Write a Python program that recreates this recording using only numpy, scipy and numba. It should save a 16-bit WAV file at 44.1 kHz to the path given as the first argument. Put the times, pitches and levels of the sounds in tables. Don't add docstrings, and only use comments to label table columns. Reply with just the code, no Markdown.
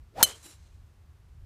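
import sys
import numpy as np
from scipy import signal
from scipy.fft import rfft, irfft
from scipy.io import wavfile
from scipy.ndimage import uniform_filter1d
from numba import njit

SR = 44100
rng = np.random.default_rng(int(sys.argv[2]) if len(sys.argv) > 2 else 0)


def magnitude_from_level(level_db):
    exponent = np.asarray(level_db, float) / 20
    return 10 ** exponent


def pcm_store(signal):
    levels = np.round(np.clip(np.atleast_2d(signal), -1, 1) * 32767)
    wavfile.write(sys.argv[1], SR, levels.astype(np.int16).T)


N = 63945
STRIKE_S = 0.2277


def unit(x):
    return x / np.sqrt(np.mean(x ** 2))


@njit
def bandpass(x, centre_hz, share):
    y, b, l = np.empty(len(x)), 0., 0.
    for i in range(len(x)):
        g = np.tan(np.pi * centre_hz[i] / SR)
        v = (b + g * (x[i] - l)) / (1 + g * (g + share))
        b, l, y[i] = 2 * v - b, l + 2 * g * v, share * v
    return y


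def noise_band(centre_hz, share):
    centre_hz = centre_hz + np.zeros(N)
    once = bandpass(rng.standard_normal(N), centre_hz, share)
    return unit(bandpass(once, centre_hz, share))


def coloured_noise(spectrum):
    point_hz, point_db = np.array(spectrum).T
    hz = np.maximum(np.fft.rfftfreq(N, 1 / SR), 1)
    gain_db = np.interp(np.log(hz), np.log(point_hz), point_db, left=-60)
    return unit(irfft(rfft(rng.standard_normal(N)) * magnitude_from_level(gain_db), N))


def wander(rate_hz):
    hold = int(SR / rate_hz)
    steps = np.repeat(rng.standard_normal(N // hold + 1), hold)
    return unit(uniform_filter1d(uniform_filter1d(steps, hold), hold)[:N])


def burst(since_s, t60_s, rise_s):
    u = np.maximum(since_s, 0)
    return (1 - np.exp(-u / rise_s)) * magnitude_from_level(-60 * u / t60_s)


def switch(since_s, width_s):
    return 1 / (1 + np.exp(-np.clip(since_s / width_s, -30, 30)))


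# freq_hz, density_db_per_hz
AIR_SPECTRUM = [(15, -45.5), (25, -11.5), (79, -1.5), (129, -15), (198, -28), (598, -38), (1140, -38.5),
                (2360, -44.5), (15500, -57)]
# time_s, level_db
RUMBLE_SWELL = [(0, -47), (.12, -60.5), (.22, -46.5), (.3, -60.5), (.48, -59), (.56, -54), (.8, -55.5),
                (.92, -60.5), (1.15, -54.5), (1.28, -56.5), (1.42, -48)]


def air(t):
    level_db, rumble_top_hz, flicker_db, flicker_hz = -51.5, 150, 1.5, 9
    x = magnitude_from_level(level_db) * coloured_noise(AIR_SPECTRUM)
    rumble = signal.sosfiltfilt(signal.butter(2, rumble_top_hz, fs=SR, output="sos"), x)
    hiss = x - rumble
    swell_db = np.interp(t, *np.array(RUMBLE_SWELL).T)
    return hiss + unit(rumble) * magnitude_from_level(swell_db + flicker_db * wander(flicker_hz))


# time_s, level_db, pitch_hz
SWING_PATH = [
    (.1, -83, 380),
    (0.136, -66, 438),
    (0.166, -47.5, 663),
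    (0.193, -38, 839),
    (.217, -31, 922),
    (.224, -39, 880),
    (.25, -49.5, 593.6),
    (.3, -56.5, 450),
    (.38, -66, 360),
]
# freq_hz, density_db_per_hz
HEAD_HISS = [(760, -33.5), (1300, -2.5), (1810, -5.5), (4750, -12), (14400, -24.5), (15500, -27)]


def swish(t):
    tight_share, loose_share = 0.13, 0.47
    hiss_db, hiss_growth, effort_s = -6, 1.2, 0.023
    time_s, level_db, pitch_hz = np.array(SWING_PATH).T
    level_db = np.interp(t, time_s, level_db, left=-120, right=-120)
    pitch_hz = np.interp(t, time_s, pitch_hz)
    whistle = np.where(t < STRIKE_S, noise_band(pitch_hz, tight_share), noise_band(pitch_hz, loose_share))
    undertone = magnitude_from_level(-5.5) * noise_band(0.72 * pitch_hz, 0.8)
    wake = magnitude_from_level(-11) * noise_band(180, 0.75)
    effort_db = uniform_filter1d(level_db, int(effort_s * SR))
    hiss_level_db = effort_db + hiss_db + (hiss_growth - 1) * (effort_db - level_db.max())
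    return magnitude_from_level(level_db) * (whistle + undertone + wake) + magnitude_from_level(hiss_level_db) * coloured_noise(HEAD_HISS)


# freq_hz, level_db, t60_s
SHELL_MODES = [(2978.6, -14.5, .16), (4036, -12, .08), (6124, -21.5, 0.13), (7450, -20.5, .08),
               (8250, -19.5, .08), (8560, -24.5, 0.047), (9200, -17.5, 0.094), (9800, -16, 0.042),
               (11440, -17.5, 0.033), (11550, -25.5, .08), (12300, -23, .062), (13900, -6.5, 0.044)]
# freq_hz, level_db, t60_s
FACE_MODES = [(1383, -3, .006), (3860, -7, 0.0092), (6350, -6, 0.015)]
# freq_hz, level_db, t60_s
CRACK_BANDS = [(120, -37, .05), (393, -35.5, .05), (1200, -15.5, 0.022), (2400, -17.5, 0.034),
               (4950, -12.5, .035), (8000, -12.5, .05), (11500, -9, .045), (14300, -10, .035)]


def shell_ring(u):
    doppler_share, doppler_s = 0.05, 0.022
    rough_db, rough_hz, wobble_rad = 3.5, 400, 1.1
    sag_s = u + doppler_share * doppler_s * (1 - np.exp(-u / doppler_s))
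    ring = 0
    for hz, level_db, t60_s in SHELL_MODES:
        flutter_db = rough_db * min(hz / 6000, 1) * wander(rough_hz)
        jitter_rad = wobble_rad * min((hz / 7000) ** 2, 1) * wander(rough_hz)
        tone = np.sin(2 * np.pi * hz * sag_s + jitter_rad)
        ring = ring + magnitude_from_level(level_db + flutter_db) * tone * burst(u, t60_s, 0.0035)
    return ring


def strike(t):
    turn_at_s, turn_width_s, turn_db = 0.0255, 0.0012, -11
    u = np.maximum(t - STRIKE_S, 0)
    face = sum(magnitude_from_level(level_db) * np.sin(2 * np.pi * hz * u) * burst(u, t60_s, 0.0001)
               for hz, level_db, t60_s in FACE_MODES)
    crack = sum(magnitude_from_level(level_db) * noise_band(hz, 1.0) * burst(u, t60_s, 0.0003)
                for hz, level_db, t60_s in CRACK_BANDS)
    turn = magnitude_from_level(turn_db * switch(u - turn_at_s, turn_width_s))
    return (crack + shell_ring(u) + face) * turn


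def ring_echo(modes, since_s, t):
    return sum(magnitude_from_level(level_db) * np.sin(2 * np.pi * hz * t) * burst(since_s, 2.2 / width_hz, 0.001)
               for hz, width_hz, level_db in modes)


# delay_s, rise_s, t60_s, level_db, top_hz
SCATTERERS = [
    (0.024, .02, 0.15, -28.5, 13000),
    (0.051, 0.02, 0.15, -29.5, 8000),
    (0.108, .03, 0.364, -45.5, 9060),
    (.195, 0.011, 0.55, -48, 13100),
    (.25, 0.035, 0.5, -48.5, 8000),
    (.32, 0.033, 1, -60, 6600),
]
# freq_hz, width_hz, level_db
NEAR_RING_MODES = [(3136, 120, -1.5), (4150, 180, -7.5)]
# freq_hz, width_hz, level_db
WOODS_RING_MODES = [(4130, 240, 1), (6370, 320, 2), (7800, 370, -8)]
# freq_hz, width_hz, level_db
FAR_RING_MODES = [(2900, 160, -6), (3990, 144, -0.5), (5540, 220, 2), (7360, 170, 4), (9720, 190, 2.5)]
# freq_hz, density_db_per_hz
ECHO_SPECTRUM = [(100, -21), (300, -7), (1000, -1), (2500, -3.5), (5000, -3.5), (8000, 1), (12000, -4),
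                 (16000, -6)]


def trees(t):
    near_ring_db, back_ring_db, near_late_s = -21, -20, 0.02
    patchy_db, patchy_hz = 1.5, 150
    line_ends_s, line_end_width_s = 0.33, 0.014
    near = magnitude_from_level(near_ring_db) * ring_echo(NEAR_RING_MODES, t - near_late_s, t)
    woods = magnitude_from_level(back_ring_db) * ring_echo(WOODS_RING_MODES, t, t)
    far = magnitude_from_level(back_ring_db) * ring_echo(FAR_RING_MODES, t, t)
    since_s = t - STRIKE_S
    line_end = switch(line_ends_s - since_s, line_end_width_s)
    echoes = 0
    for (delay_s, rise_s, t60_s, level_db, top_hz), heard in zip(SCATTERERS, (near, near, woods, far, far, woods)):
        leaves = burst(since_s - delay_s, t60_s, rise_s) * magnitude_from_level(level_db + patchy_db * wander(patchy_hz))
        if heard is far:
            leaves = leaves * line_end
        ring = signal.fftconvolve(heard, leaves * rng.standard_normal(N))[:N]
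        crack = leaves * coloured_noise(ECHO_SPECTRUM)
        dull = signal.butter(2, min(top_hz, 20000), fs=SR)
        echoes = echoes + signal.lfilter(*dull, crack + ring)
    return echoes


def tree_line_thud(t):
    since_s = t - 0.439
    pitch_hz = 278 * (1 + 3 * np.clip(since_s, 0, 0.1))
    return magnitude_from_level(-41.5) * noise_band(pitch_hz, 0.3) * burst(since_s, 0.16, 0.032)


def scene():
    t = np.arange(N) / SR
    return (air(t) + swish(t) + strike(t) + trees(t) + tree_line_thud(t))[None]


def low_pass(x):
    return signal.sosfilt(signal.butter(12, 16310, fs=SR, output="sos"), x)


def record(dry):
    clip, ceiling, top_hz = 0.66, 0.7, 15150
    x = clip * np.tanh((np.abs(dry) / clip) ** 3) ** (1 / 3) * np.sign(dry)
    x = signal.sosfiltfilt(signal.butter(12, top_hz, fs=SR, output="sos"), x)
    return low_pass(np.clip(x, -ceiling, ceiling))


dry = scene()
out = record(dry)
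pcm_store(out)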